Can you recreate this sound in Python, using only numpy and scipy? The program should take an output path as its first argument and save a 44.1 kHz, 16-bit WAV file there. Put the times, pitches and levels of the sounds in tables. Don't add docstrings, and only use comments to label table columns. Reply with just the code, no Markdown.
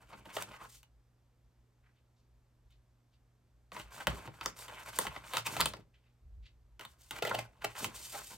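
import sys
import numpy as np
from scipy import signal
from scipy.fft import rfft, irfft, next_fast_len
from scipy.io import wavfile

SR = 44100
rng = np.random.default_rng(int(sys.argv[2]) if len(sys.argv) > 2 else 0)


def transcribe(signal):
    frames = np.atleast_2d(signal).T
    limited = np.clip(frames, -1, 1)
    pcm = np.round(limited * 32767).astype(np.int16)
    wavfile.write(sys.argv[1], SR, pcm)


N = 369263
TIME = np.arange(N) / SR


def from_db(db):
    return 10 ** (np.asarray(db) / 20)


def rms_one(x):
    return x / np.sqrt(np.mean(x ** 2) + 1e-20)


def energy_one(x):
    return x / np.sqrt(np.sum(x ** 2) + 1e-20)


def at_hz(points, hz):
    table_hz, value = np.transpose(points)
    return np.interp(np.log(np.maximum(hz, 1)), np.log(table_hz), value)


def colour(x, spectrum):
    size = next_fast_len(x.shape[-1] + SR // 10)
    gain = from_db(at_hz(spectrum, np.fft.rfftfreq(size, 1 / SR)))
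    return irfft(rfft(x, size) * gain, size)[..., :x.shape[-1]]


def butter(x, hz, kind, order=2):
    hz = np.clip(hz, 10, SR / 2 - 500)
    return signal.sosfilt(signal.butter(order, hz, kind, fs=SR, output="sos"), x)


def resonance(x, hz, width_hz):
    r = np.exp(-np.pi * width_hz / SR)
    feedback = [1, -2 * r * np.cos(2 * np.pi * hz / SR), r * r]
    return signal.lfilter(np.array([1, 0, -1]) * (1 - r * r) / 2, feedback, x)


def drift(rate):
    knots = rng.standard_normal(N // 20)
    return np.interp(TIME * rate, np.arange(len(knots)), knots)


def movements(rows, attack_s, release_s):
    power = np.zeros(N)
    for start_s, length_s, db in rows:
        span = slice(*np.searchsorted(TIME, [start_s, start_s + length_s + 10 * release_s]))
        age = TIME[span] - start_s
        build = np.minimum(age / attack_s, 1)
        die_away = np.exp(-np.maximum(age - length_s, 0) / release_s)
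        power[span] += (from_db(db) * build * die_away) ** 2
    return np.sqrt(power)


def taps():
    # time of the blow in seconds, clack level in dB, ring in Hz,
    # hardness in dB, snap pitch in Hz, swell in ms, settling in ms.
    tap_rows = [(0.135, -49, 904, -15.5, 1950, 7.4, 5.7), (0.257, -54, 940, -7.5, 2700, 2.3, 2.5),
                (0.368, -35.5, 613, -7, 2800, 1.3, 1.9), (0.4239, -55, 870, 5, 8760, 0.61, 2),
                (0.543, -50, 1250, -33, 2520, 25, 25), (0.613, -47.5, 1130, -35, 2400, 16, 14),
                (0.655, -49, 1220, -33, 2400, 19, 7.6), (0.831, -67.5, 1370, 2, 2780, 0.46, 4),
                (2.706, -86, 1570, 5.5, 3300, 0.9, 15), (3.7189, -47.5, 1060, -11, 1970, 0.37, 4.7),
                (3.765, -43, 1030, -9, 2120, 1.8, 7.7), (3.799, -49.5, 1400, -3.5, 2800, 4, 3.2),
                (4.008, -45, 1380, -10, 2940, 5, 5.3), (4.0703, -28.5, 847, -5, 2800, 0.13, 4.5),
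                (4.119, -47.5, 1060, -16, 2000, 1.4, 2), (4.276, -47.5, 880, -12, 2200, .7, 1.5),
                (4.411, -42, 1270, -9, 2500, 0.23, 3.8), (4.46, -35, 1160, -3, 5450, 0.63, 1.3),
                (4.682, -49, 1020, -4.5, 3100, 0.22, 8.9), (4.9883, -31.5, 1060, -1.5, 9000, 0.3, 1.5),
                (5.053, -41, 830, -23, 2610, 1.5, 3.2), (5.068, -38, 1314, -6.5, 2720, 0.3, 5.6),
                (5.153, -52.5, 1004, -8.5, 2700, 0.8, 1.3), (5.164, -43, 870, -11.5, 2420, 2.5, 2.6),
                (5.336, -39.5, 970, -3, 2800, 0.51, 4.3), (5.354, -40.5, 795, -1.5, 3760, 24, 12),
                (5.371, -33, 1210, -2, 2900, 1.55, 0.66), (5.3817, -43.5, 1307, -0.5, 3260, 0.6, 1.8),
                (5.467, -38.5, 1160, 1.5, 2530, 6.6, 7.9), (5.5667, -38, 732, -4.5, 2530, 0.7, 5),
                (5.601, -31, 1010, -11, 3850, 2.4, 1.8), (5.6062, -39, 1092, 6, 3740, 0.82, 1.1),
                (5.612, -32, 1060, 1, 4400, 1.6, 1.8), (5.6226, -43, 1034, -4, 3260, 0.67, 2.2),
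                (5.6576, -36.5, 1010, 3, 3450, 0.25, 2.9), (5.7368, -44, 980, -7.5, 2140, 0.57, 1.7),
                (5.769, -58.5, 404, -6, 2156, 1, 2.97), (6.795, -52.5, 1280, -2.5, 2930, 0.55, 3.2),
                (6.81, -51, 1320, -3, 2800, 0.72, 5.6), (6.851, -51, 1436, -1.5, 3500, 0.52, 3.5),
                (7.109, -45, 1490, 1, 3000, 0.24, 3.7), (7.164, -47.5, 1400, -3.5, 2270, 5, 6),
                (7.188, -48.5, 1400, -2.5, 2410, 4.6, 3.2), (7.224, -31.5, 506, -7, 2600, 1.1, 7.1),
                (7.251, -36, 530, -5, 2060, 0.35, 10), (7.274, -35.5, 532, -5.5, 2980, 5.2, 8.9),
                (7.295, -41, 432, -4, 2440, 0.7, 9.1), (7.314, -31, 865, -35, 2680, 2, 0.97),
                (7.351, -32, 647, -7, 2740, 7.1, 2.6), (7.391, -36.5, 600, -5, 2290, 3.8, 3.5),
                (7.622, -48.5, 1370, -7.5, 2830, 4.8, 5.6), (7.646, -32.5, 583, -4, 2680, 2.2, 4.3),
                (7.8447, -38.5, 990, 0.5, 2820, 0.72, 3.2), (8.148, -40.5, 770, -10.5, 2140, 11.5, 12)]
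    out, lead = np.zeros(N + SR), SR // 30
    for s, db, ring_hz, hardness_db, snap_hz, swell_ms, settle_ms in tap_rows:
        snap_db = hardness_db + 2.5
        crack_db = 0.5 + 1.7 * hardness_db
        thud_db = -14.5 + 4.5 * np.log2(ring_hz / 1000)
        knock = tap(ring_hz, thud_db, snap_db, snap_hz, crack_db, swell_ms, settle_ms, lead)
        start = max(round(s * SR) - lead, 0)
        out[start:start + len(knock)] += from_db(db) * knock
    return out[:N]


def tap(ring_hz, thud_db, snap_db, snap_hz, crack_db, swell_ms, settle_ms, lead):
    # frequency in Hz, width in Hz, level in dB.
    clack_modes = [(420.3, 20, 3), (533, 34, 5), (644, 48, -8), (854, 71, 4.5), (1060, 26, -6.5),
                   (1350, 65, 2.5), (1420, 70, -2.5), (2023, 320, -7)]
    thud_modes = [(113, 5.8, 2.5), (150, 11, -1.5), (201, 120, -9), (350, 50, -10)]
    ms = (np.arange(SR // 5) - lead) * 1000 / SR
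    pressure = np.exp(-np.abs(ms) / np.maximum(np.where(ms < 0, swell_ms, settle_ms), .05))
    slips = rng.standard_normal(len(ms)) * from_db(3.4 * rng.standard_normal(len(ms)))
    push = energy_one(slips * pressure) + 1e-18
    push[lead] += 1 / (1 + swell_ms)

    shared = body(push, clack_modes, uneven_db=2.0)
    shared = butter(shared, [ring_hz * 0.47, ring_hz * 3.54], "band")
    own_ring = resonance(push, ring_hz, ring_hz / 5)
    clack = energy_one(shared) + 1.2 * energy_one(own_ring)
    clack = energy_one(butter(clack, [270, 2800], "band"))

    edge = butter(push, [1800, 4600], "band")
    edge_ring = resonance(push, snap_hz, snap_hz / 5)
    snap = energy_one(edge) + 1.7 * energy_one(edge_ring)
    snap = energy_one(butter(snap, [snap_hz * .45, snap_hz * 2.26], "band"))

    thud = energy_one(butter(body(push, thud_modes), [110, 450], "band"))
    crack = energy_one(butter(butter(push, 5100, "high"), 13000, "low"))
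    sound = clack + from_db(thud_db) * thud + from_db(snap_db) * snap + from_db(crack_db) * crack
    return sound * np.sqrt(SR / 100)


def body(push, modes, uneven_db=0):
    chance = rng.standard_normal(len(modes))
    out = 0
    for k, (hz, width_hz, db) in enumerate(modes):
        out = out + (-1) ** k * from_db(db + uneven_db * chance[k]) * resonance(push, hz, width_hz)
    return out


def hands():
    # start in seconds, length in seconds, rubbing in dB, box flexing in dB.
    stroke_rows = [(0, 0.026, -60, -65), (0.085, 0.11, -60, -58.5), (0.247, 0.13, -54, -61),
                   (0.345, .08, -42.5, -51.5), (0.469, 0.098, -53.5, -63), (0.583, 0.08, -58.5, -64),
                   (3.723, 0.095, -49.5, -60), (3.901, 0.084, -53, -60.5), (3.976, 0.058, -47, -58),
                   (4.071, .03, -44, -38), (4.1, .05, -48, -47.5), (4.15, 0.038, -48, -55),
                   (4.183, 0.074, -52.5, -57), (4.249, 0.029, -52, -46.5), (4.33, 0.12, -59, -70),
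                   (4.42, 0.082, -48, -57), (4.558, 0.12, -54.5, -72.5), (4.684, 0.15, -49.5, -64.5),
                   (4.854, 0.043, -46, -58), (4.916, 0.093, -49, -57), (4.991, 0.0528, -42, -52.5),
                   (5.042, .04, -47.5, -53), (5.092, 0.092, -52.5, -59), (5.175, 0.065, -60, -61.5),
                   (5.232, 0.11, -50.5, -58), (5.33, 0.067, -41, -54), (5.46, 0.17, -43.5, -49.5),
                   (5.593, 0.031, -40, -41.5), (5.641, .04, -46, -47.5), (5.69, 0.12, -66, -55.5),
                   (6.795, 0.061, -56, -64), (7.108, .08, -49.5, -49.5), (7.218, 0.2, -47.5, -50),
                   (7.419, .035, -54.5, -64), (7.623, 0.095, -54, -65), (7.746, 0.059, -43.5, -57),
                   (7.792, 0.077, -46, -47), (7.872, 0.11, -53.5, -76), (7.98, 0.2, -62, -69),
                   (8.13, 0.086, -48, -58), (8.3, 0.038, -51, -56.5)]
    rest_rows = [(0, 0.56, -68.5, -74), (3.737, 2.01, -64, -68.5), (6.794, 0.62, -74.5, -78),
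                 (7.48, 1, -71.5, -67)]
    # start in seconds, length in seconds, swish in dB.
    swish_rows = [(.32, 0.084, -50), (.59, 0.07, -61.5), (.68, 0.083, -56), (3.76, 0.044, -55),
                  (3.91, 0.048, -54), (4.555, 0.085, -51), (4.84, 0.057, -51), (4.94, 0.096, -44.5),
                  (5.25, 0.14, -53), (5.46, .23, -50), (6.84, 0.078, -68.5), (6.97, 0.2, -65.5),
                  (7.68, 0.1, -59.5), (7.76, 0.086, -42), (7.92, 0.42, -51), (8.02, 0.19, -48.5)]
    contacts = stroke_rows + rest_rows
    rub_rows = [(s, length, db) for s, length, db, _ in contacts]
    flex_rows = [(s, length, db) for s, length, _, db in contacts]

    rubbing = movements(rub_rows, attack_s=0.0088, release_s=0.0087)
    flexing = movements(flex_rows, attack_s=.016, release_s=0.023)
    drawn = movements(swish_rows, attack_s=0.033, release_s=0.022)
    swishing = np.hypot(drawn, from_db(-9.5) * rubbing)

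    rubbed = from_db(-3.5) * rubbing * finger_rub()
    swished = from_db(-1.5) * swishing * wrapping_swish()
    return rubbed + swished + from_db(-4.0) * flexing * box_flex()


def finger_rub():
    # frequency in Hz, level in dB per Hz.
    rub_spectrum = [(150, -24), (380, -4), (650, -5), (1020, -2.5), (1500, -7), (2200, -14), (3200, -13),
                    (6000, -31.5), (16000, -43.5)]
    # frequency in Hz, width in Hz, level in dB.
    panel_modes = [(602, 130, -4), (870, 190, -5), (1060, 65, -7), (1352, 700, -8.5), (1550, 170, -6.5),
                   (2300, 400, -1.5)]
    scrape = friction(rub_spectrum, catches_per_s=500, smooth=1.0, judder_db=3.0, judder_rate=90)
    panels = 0
    for hz, width_hz, db in panel_modes:
        favour = from_db(db + 4.9 * drift(35))
        panels = panels + favour * rms_one(resonance(scrape, hz, width_hz))
    singing = rms_one(scrape + 1.5 * rms_one(panels))
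    rub = rms_one(singing + .55 * crinkles(per_s=110, spread_db=4))
    return rms_one(butter(rub, 430, "high"))


def crinkles(per_s, spread_db):
    pitches = np.geomspace(850, 3400, num=12)
    sizes = from_db(spread_db * np.minimum(rng.exponential(1, N), 2)) * rng.choice([-1, 1], N)
    clicks = sizes * (rng.random(N) < per_s / SR)
    dealt = rng.integers(0, len(pitches), N)
    out = 0
    for k, hz in enumerate(pitches):
        out = out + resonance(clicks * (dealt == k) + 1e-18, hz, hz / 4) / hz
    return rms_one(out)


def wrapping_swish():
    # frequency in Hz, level in dB per Hz.
    swish_spectrum = [(500, -17), (1500, -11), (2800, -4), (4000, -4), (6000, -3), (8500, 0), (12000, -1.5),
                      (16000, -12.5)]
    return friction(swish_spectrum, catches_per_s=900, smooth=1.7, judder_db=3.0, judder_rate=110)


def box_flex():
    # frequency in Hz, level in dB per Hz.
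    flex_spectrum = [(50, -31.5), (110, 1.5), (170, -1.5), (280, -5.5), (450, -7.5), (900, -17.5),
                     (3000, -62.5)]
    return friction(flex_spectrum, catches_per_s=110, smooth=0.62, judder_db=5.0, judder_rate=40)


def friction(spectrum, catches_per_s, smooth, judder_db, judder_rate):
    sizes = from_db(2.7 * np.minimum(rng.exponential(1, N), 3)) * rng.choice([-1, 1], N)
    catches = rms_one(sizes * (rng.random(N) < catches_per_s / SR))
    pressure = from_db(judder_db * drift(judder_rate))
    force = (catches + smooth * rng.standard_normal(N)) * pressure
    return rms_one(colour(force, spectrum))


def booms():
    # time in seconds, strength in dB.
    bump_rows = [(0.375, -54), (4.072, -26.5), (4.112, -45.5), (5.069, -40.5), (5.586, -35.5), (5.612, -31),
                 (7.821, -57)]
    # frequency in Hz, level in dB, 60 dB decay time in seconds.
    boom_modes = [(60.3, -4.5, 0.36), (89.5, -14.5, 0.33), (125, -2, 0.13), (159.5, -2, 0.15)]
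    pushes = np.zeros(N)
    for s, db in bump_rows:
        pushes[round(s * SR)] = from_db(db)
    t = TIME[:SR // 2]
    swing = sum(from_db(db - 60 * t / t60) * np.sin(2 * np.pi * hz * t) for hz, db, t60 in boom_modes)
    return signal.fftconvolve(pushes, swing * (1 - np.exp(-t / 0.016)))[:N]


def brushes():
    # start in seconds, peak level in dB, centre in Hz, rise in seconds.
    brush_rows = [(1.82, -76.5, 1740, 0.047), (1.93, -81.5, 2750, 0.034), (2.15, -82, 5000, 0.038),
                  (2.689, -77, 3460, 0.035), (3.11, -78, 3730, 0.024), (5.93, -69.5, 2630, 0.025),
                  (5.99, -80.5, 2590, 0.067), (6.419, -65.5, 3180, 0.034)]
    grain = rng.standard_normal(N) * from_db(4.0 * drift(120))
    out = 0
    for s, db, hz, rise_s in brush_rows:
        age = np.maximum(TIME - s, 0) / rise_s
        stroke = (age * np.exp(1 - age)) ** 3
        out = out + from_db(db) * stroke * rms_one(butter(grain, [hz / 1.57, hz * 1.31], "band"))
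    return out


def rumble():
    # start in seconds, length in seconds, rumble in dB.
    shift_rows = [(0, .8, -69.5), (2.6, .18, -66), (3.76, .1, -56.5), (3.9, 1.9, -67), (6.21, .22, -50.5),
                  (6.45, .37, -65), (6.85, 1.5, -68), (7.94, .12, -67)]
    # frequency in Hz, level in dB per Hz.
    shift_spectrum = [(15, -22), (35, -12.5), (52, 10.5), (75, -2.5), (120, -16), (300, -50), (1500, -79)]
    shifting = movements(shift_rows, attack_s=.06, release_s=0.047)
    return shifting * rms_one(colour(rng.standard_normal(N), shift_spectrum))


def room_tone():
    # frequency in Hz, level in dB per Hz.
    air_spectrum = [(15, -22.5), (35, -12), (52, 1), (85, -10), (140, -14.5), (190, -19), (400, -22.5),
                    (1000, -28.5), (3000, -38), (8000, -42), (12500, -40.5), (16000, -66.5)]
    # frequency in Hz, rms level in dB.
    hum_partials = [(59.2, -74.5), (120, -73), (240, -88.5), (360, -100)]
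    air = rms_one(colour(rng.standard_normal(N), air_spectrum))
    hum = 0
    for hz, db in hum_partials:
        hum = hum + from_db(db) * np.sqrt(2) * np.sin(2 * np.pi * (hz * TIME + rng.random()))
    return from_db(-72.0) * air + hum


def room(x, echo_s, echo_db, build_s):
    # frequency in Hz, 60 dB decay time in seconds.
    decay_t60 = [(100, .45), (250, .42), (600, .3), (1500, .23), (4000, .17), (10000, .18), (16000, .15)]
    # frequency in Hz, level in dB.
    send = [(60, -2.5), (200, -8.5), (600, -12.5), (1500, -10.5), (4000, -6.5), (10000, -16), (16000, -20)]
    t, edges = TIME[:SR // 2], np.geomspace(40, 20000, num=11)
    tail = 0
    for low, high in zip(edges, edges[1:]):
        hz = np.sqrt(low * high)
        band = butter(rng.standard_normal(len(t)), [low, high], "band")
        fade = from_db(-60 * t / at_hz(decay_t60, hz)) * (1 - np.exp(-t / build_s))
        share = np.sqrt(2 * (high - low) / SR)
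        tail = tail + from_db(at_hz(send, hz)) * share * energy_one(band * fade)
    echo = from_db(echo_db) * np.interp(TIME - echo_s, TIME, x, left=0)
    return x + signal.fftconvolve(x, tail)[:N] + echo


def two_ports(x):
    # frequency in Hz, side weight in dB.
    width = [(60, -17.5), (200, -9), (700, -8.5), (1300, -7.5), (2400, -5.5), (4400, -5), (8000, -2),
             (15000, -0.5)]
    t = TIME[:SR // 8]
    scatter = energy_one(rng.standard_normal(len(t)) * t * np.exp(-t / .009))
    quarter_cycle = np.imag(signal.hilbert(x, next_fast_len(N)))[:N]
    side = colour(.6 * quarter_cycle + .7 * signal.fftconvolve(x, scatter)[:N], width)
    return np.array([x + side, x - side])


def scene():
    handling = taps() + hands() + brushes()
    in_room = room(handling, echo_s=0.01, echo_db=-17, build_s=0.00033)
    return two_ports(in_room + booms() + rumble() + room_tone())


def record(dry):
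    # frequency in Hz, width in Hz, gain at the centre in dB.
    mic_dips = [(10450, 2200, -60), (14000, 1400, -27)]
    for hz, width_hz, db in mic_dips:
        dry = dry - (1 - from_db(db)) * resonance(dry, hz, width_hz)
    return signal.sosfilt(signal.ellip(10, .2, 80, 16100, fs=SR, output="sos"), dry)


dry = scene()
out = record(dry)
transcribe(out)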